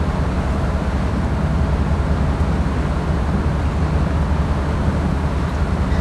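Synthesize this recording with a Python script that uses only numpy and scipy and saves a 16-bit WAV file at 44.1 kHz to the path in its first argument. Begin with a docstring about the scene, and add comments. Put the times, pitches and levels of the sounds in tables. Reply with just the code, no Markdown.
"""A ship in harbour

Beside the hull, the harmonics of a slow main diesel and of three generators, nearly in step,
superpose and beat over the rough rumble of turbulent exhaust gas. Ventilation fans roar with
broadband flow noise and hum at their blade tones. Water slops softly at the hull; there are
a few faint ticks and, at the end, a thin scrape as friction excites the resonances of metal."""
import sys
import numpy as np
from scipy import signal
from scipy.fft import rfft, irfft, next_fast_len
from scipy.io import wavfile

SR = 44100
rng = np.random.default_rng(int(sys.argv[2]) if len(sys.argv) > 2 else 0)


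def generate_wav(sig):
    """Save sig (samples, or channels by samples) to the path in sys.argv[1] as 16-bit PCM at SR."""
    pcm = np.round(np.clip(np.atleast_2d(sig).T, -1, 1) * 32767).astype(np.int16)
    wavfile.write(sys.argv[1], SR, pcm)


N = 264776
TIME = np.arange(N) / SR  # t/s


def main_diesel():
    """Periodic firing: a slow engine drones at multiples of its cycle rate and eases off a little."""
    # harmonics of the drone: order, level/dB at unit gain
    orders = [(9, -35), (10, -48), (12, -24.5), (14, -42.5), (15, -28.5), (17, -46), (19, -40.5),
              (25, -37.5), (26, -42.5), (27, -43), (29, -47.5), (31, -44.5), (50, -46)]
    # envelope of the drone: t/s, gain/dB
    envelope = [(0, -0.6), (1.4, -0.1), (2.6, 1), (4.3, -2), (5.3, -3.7), (5.8, 1)]
    cycle_hz, ease_s, ease_share = 5.418, 4.0, 0.001
    speed_hz = cycle_hz * (1 - ease_share * (TIME > ease_s))
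    return along(envelope) * engine(speed_hz, orders, cycle_start_s=1.7445, unsteady=0.057)


def engine(speed_hz, orders, cycle_start_s, unsteady):
    """Fourier synthesis: each order wavers with the combustion; the low ones align as a cycle begins."""
    scatter_hz = 200  # above this, echoes from the hull scatter the phases
    turns = np.cumsum(speed_hz * np.ones(N)) / SR
    turns -= np.interp(cycle_start_s, TIME, turns)
    out = np.zeros(N)
    for order, db in orders:
        scatter = rng.random() * (order * np.mean(speed_hz) > scatter_hz)
        waver = 1 + unsteady * drift(1.5)
        out -= waver * tone(order * turns + scatter, db)
    return out


def generators(first_speed_hz):
    """Beating: the harmonics of three generators at nearly one speed add up to a slow throb."""
    # harmonics of the first generator: order, level/dB at unit gain
    first_orders = [(5, -26.3), (10, -30.5)]
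    # envelope of the first generator: t/s, gain/dB
    envelope = [(0, -0.5), (1.1, -1.5), (1.7, 1), (2.2, 0.5), (2.7, -1.5), (3.5, 2.5), (4.6, 2), (5.3, -.5),
                (6, 0)]
    # harmonics of the second generator: order, level/dB
    second_orders = [(5, -49.5), (6, -36.5), (12, -40), (27, -46.5), (28, -47.5), (29, -49), (30, -48)]
    # harmonics of the third generator: order, level/dB
    third_orders = [(3, -34.5), (6, -47), (10, -49), (11, -39.5), (12, -35), (14, -47.5), (17, -45.5),
                    (18, -48), (24, -54.5)]
    second_hz, third_hz = 14.95, 15.035
    # the cycle starts set how the throbs fall together
    first = engine(first_speed_hz, first_orders, cycle_start_s=1.8478, unsteady=0.027)
    second = engine(second_hz, second_orders, cycle_start_s=1.8844, unsteady=0.1)
    third = engine(third_hz, third_orders, cycle_start_s=1.7415, unsteady=0.16)
    return along(envelope) * first + second + third


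def generator_speed():
    """Speed droop: a passing load slows the first generator; its governor then settles a little high."""
    cycle_hz, sag_s, sag_width_s = 15.105, 2.27, 0.45
    sag_share, overshoot_share = 0.0068, 0.0008
    sag = sag_share * np.exp(-((TIME - sag_s) / sag_width_s) ** 2)
    return cycle_hz * (1 - sag + overshoot_share * (TIME > sag_s))


def exhaust(speed_hz):
    """Amplitude modulation: turbulent gas leaves the funnel in puffs, several to an engine cycle."""
    # spectrum of the deep boom: f/Hz, relative density/dB
    boom_spectrum = [(10, -20), (24, -13), (36, -10), (46, -1), (52, 9.5), (60, 9), (72, 5.5), (84, 2),
                     (97, 5), (106, 10.5), (125, -13), (200, -43)]
    # envelope of the boom: t/s, level/dB between crest and trough of the puffs
    boom_envelope = [(0, -29.5), (.75, -28), (1.9, -30.5), (2.45, -29.5), (3.15, -29.5), (4.2, -30),
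                     (5.0, -28.5), (6, -29)]
    # spectrum of the growl, with the funnel's resonances: f/Hz, relative density/dB
    growl_spectrum = [(70, -17), (112, -2), (135, -.8), (149, 2), (160, -3.5), (172, .7), (190, 1.2),
                      (212, -.8), (236, -7.5), (254, -4.5), (266, -9.5), (282, -6.5), (305, -10.5),
                      (450, -18.5), (900, -64)]
    # envelope of the growl: t/s, level/dB between crest and trough of the puffs
    growl_envelope = [(0, -25), (.32, -26), (.41, -25), (.52, -26), (.72, -27), (1.12, -24), (1.4, -25),
                      (2.6, -23.5), (2.75, -29), (2.87, -26.5), (2.98, -27), (3.37, -22.5), (3.8, -27.5),
                      (4.08, -23), (4.25, -26.5), (4.8, -24), (5.05, -24), (5.45, -26), (6, -25.5)]
    puffs_per_cycle, depth = 5, 0.16
    turns = np.cumsum(speed_hz) / SR
    puffs = 1 + depth * np.cos(2 * np.pi * puffs_per_cycle * turns)
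    boom = coloured(boom_spectrum) * along(boom_envelope)
    growl = coloured(growl_spectrum) * along(growl_envelope)
    return puffs * (boom + growl)


def fan_airflow():
    """Flow noise: the roar of the fans and the hiss of the grilles share one slightly uneven airflow."""
    # air rushing through the fans: f/Hz, relative density/dB
    roar_spectrum = [(100, -22), (300, -1), (420, 0), (500, -2), (595, 1.5), (650, 0), (720, -1),
                     (780, -3.5), (830, -0.8), (900, -1.7), (990, -1), (1200, -4), (1290, -5.5), (1350, -6),
                     (1400, -4), (1470, -6.5), (1570, -8), (1900, -12), (2900, -19.5), (9000, -47.5)]
    # hiss at the vent grilles: f/Hz, relative density/dB
    hiss_spectrum = [(1500, -19), (3000, -2), (3700, 2.5), (4400, 3.5), (4900, -2.5), (5300, -2),
                     (7000, -5), (7600, -7.5), (8300, -4.5), (9200, -10.5), (10000, -12.5), (10400, -30),
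                     (10900, -31), (12000, -44.5)]
    roar_db, hiss_db, flutter_db, swell_db = -28.5, -47.5, 0.36, 0.19
    flow = gain_of(flutter_db * drift(28) - swell_db * drift(1.8))
    roar = gain_of(roar_db) * coloured(roar_spectrum)
    hiss = gain_of(hiss_db) * coloured(hiss_spectrum)
    return flow * (roar + hiss)


def machinery_hum():
    """Tonal noise of rotation: pumps and fan blades give steady tones, of which the lowest two beat."""
    # tones of pumps and blades: f/Hz, level/dB
    hums = [(31.0, -41), (31.7, -43), (568.1, -54), (672.0, -52), (752.8, -54)]
    return sum(tone(hz * TIME + rng.random(), db) for hz, db in hums)


def fan_whine():
    """Interference: the blade tones of two like fans beat about once a second as they slowly fade."""
    # lower and upper blade tone: f/Hz
    blade_tones = [650.85, 652.0]
    low_hz, high_hz = blade_tones
    start_db, fade_db_per_s, weaker_db, in_step_s = -39.8, 1.7, 7, 2.33
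    db = start_db - fade_db_per_s * TIME
    turns = high_hz * TIME + rng.random()
    lead = (high_hz - low_hz) * (TIME - in_step_s)
    return tone(turns, db) + tone(turns - lead, db - weaker_db)


def water():
    """Noise bands under one envelope: each small wave at the hull gulps, washes and fizzes at once."""
    # slops: peak t/s, duration/s, gulp level/dB, wash level/dB, fizz level/dB
    slops = [(.49, .26, -42, -47, -55), (0.997, .2, -56, -44, -59), (2.797, 0.27, -30, -46, -60),
             (3.72, .25, -38, -50, -57), (5.008, 0.32, -36, -52, -60), (5.45, 0.26, -56, -42, -60)]
    gulp = ringing(centre_hz=275, width_hz=84)
    wash = ringing(centre_hz=1830, width_hz=2500)
    fizz = ringing(centre_hz=6960, width_hz=5500)
    grains = gain_of(2.2 * drift(200))
    fizz = unit_rms(fizz * grains)
    out = np.zeros(N)
    for peak_s, length_s, gulp_db, wash_db, fizz_db in slops:
        swell = np.exp(-(2 * (TIME - peak_s) / length_s) ** 2)
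        out += swell * (gain_of(gulp_db) * gulp + gain_of(wash_db) * wash + gain_of(fizz_db) * fizz)
    return out


def scrape():
    """Frictional excitation: rasping contact drives several narrow resonances of metal and a broad one."""
    # modes of the metal: f/Hz, bandwidth/Hz, level/dB before the rasp
    modes = [(1730, 350, -42), (1960, 55, -42), (3670, 110, -51), (3880, 480, -46.5), (4900, 3300, -49),
             (5060, 280, -57), (5380, 110, -57)]
    start_s, attack_s, rasp_db, catches_per_s = 5.892, 0.045, 2, 80
    ring = sum(gain_of(db) * ringing(hz, width_hz) for hz, width_hz, db in modes)
    pressure = np.clip((TIME - start_s) / attack_s, 0, 1)
    rasp = gain_of(rasp_db * drift(catches_per_s))
    return ring * pressure * rasp


def ticks():
    """Exponential decay: each faint tick is a bright band of noise that starts abruptly and dies fast."""
    # ticks: t/s, initial level/dB, f/Hz, bandwidth/Hz, T60/s
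    events = [(1.245, -47, 7000, 5000, .08), (2.400, -45.5, 7200, 7500, .12), (3.655, -40, 2650, 300, 0.28),
              (5.493, -50.5, 11300, 900, .08), (5.492, -40, 3900, 480, 0.1), (5.546, -44, 5800, 2500, 0.12)]
    out = np.zeros(N)
    for start_s, db, hz, width_hz, t60 in events:
        age = TIME - start_s
        decay = (age > 0) * gain_of(db - 60 * abs(age) / t60)
        out += decay * ringing(hz, width_hz)
    return out


def gain_of(db):
    """The decibel scale: 20 dB to a factor of ten in amplitude."""
    return 10 ** (np.asarray(db) / 20)


def along(points):
    """Amplitude envelope through (t/s, level/dB) points."""
    times, db = np.transpose(points)
    return gain_of(np.interp(TIME, times, db))


def tone(turns, db):
    """Simple harmonic motion of given rms level, with its phase counted in turns."""
    return np.sqrt(2) * gain_of(db) * np.cos(2 * np.pi * turns)


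def unit_rms(x):
    """Normalisation to rms 1."""
    return x / np.sqrt(np.mean(x ** 2) + 1e-20)


def noise(shape):
    """Spectral shaping: noise of rms 1 whose amplitude spectrum follows shape(f/Hz)."""
    size = next_fast_len(N, True)
    hz = np.fft.rfftfreq(size, 1 / SR)
    spectrum = rfft(rng.standard_normal(size)) * shape(hz)
    return unit_rms(irfft(spectrum, size)[:N])


def coloured(points):
    """Coloured noise of rms 1 through (f/Hz, relative density/dB) points on a log frequency axis."""
    f, db = np.transpose(points)
    return noise(lambda hz: gain_of(np.interp(np.log(hz + 1), np.log(f + 1), db)))


def ringing(centre_hz, width_hz):
    """Resonance: noise of rms 1 in one band, 6 dB down at the edges of its width."""
    return noise(lambda hz: 1 / (1 + (2 * (hz - centre_hz) / width_hz) ** 2))


def drift(rate_hz):
    """Random fluctuation: low-pass noise of rms 1, reaching up to about rate_hz."""
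    return noise(lambda hz: np.exp(-(hz / rate_hz) ** 2))


def scene():
    """Superposition: engines, exhaust, fans, water and small sounds add in one channel."""
    speed_hz = generator_speed()
    engines = main_diesel() + generators(speed_hz)
    rumble = exhaust(speed_hz)
    ventilation = fan_airflow() + machinery_hum() + fan_whine()
    return (engines + rumble + ventilation + water() + ticks() + scrape())[None]


def record(dry):
    """Band limiting: the microphone drops the deepest bass, and a steep low-pass cuts the top treble."""
    low_edge_hz, high_edge_hz = 24, 11850
    highpass = signal.butter(2, low_edge_hz, "highpass", fs=SR, output="sos")
    lowpass = signal.firwin(601, high_edge_hz, window=("kaiser", 9), fs=SR)
    return signal.oaconvolve(signal.sosfilt(highpass, dry), lowpass[None], "same")


dry = scene()
out = record(dry)
generate_wav(out)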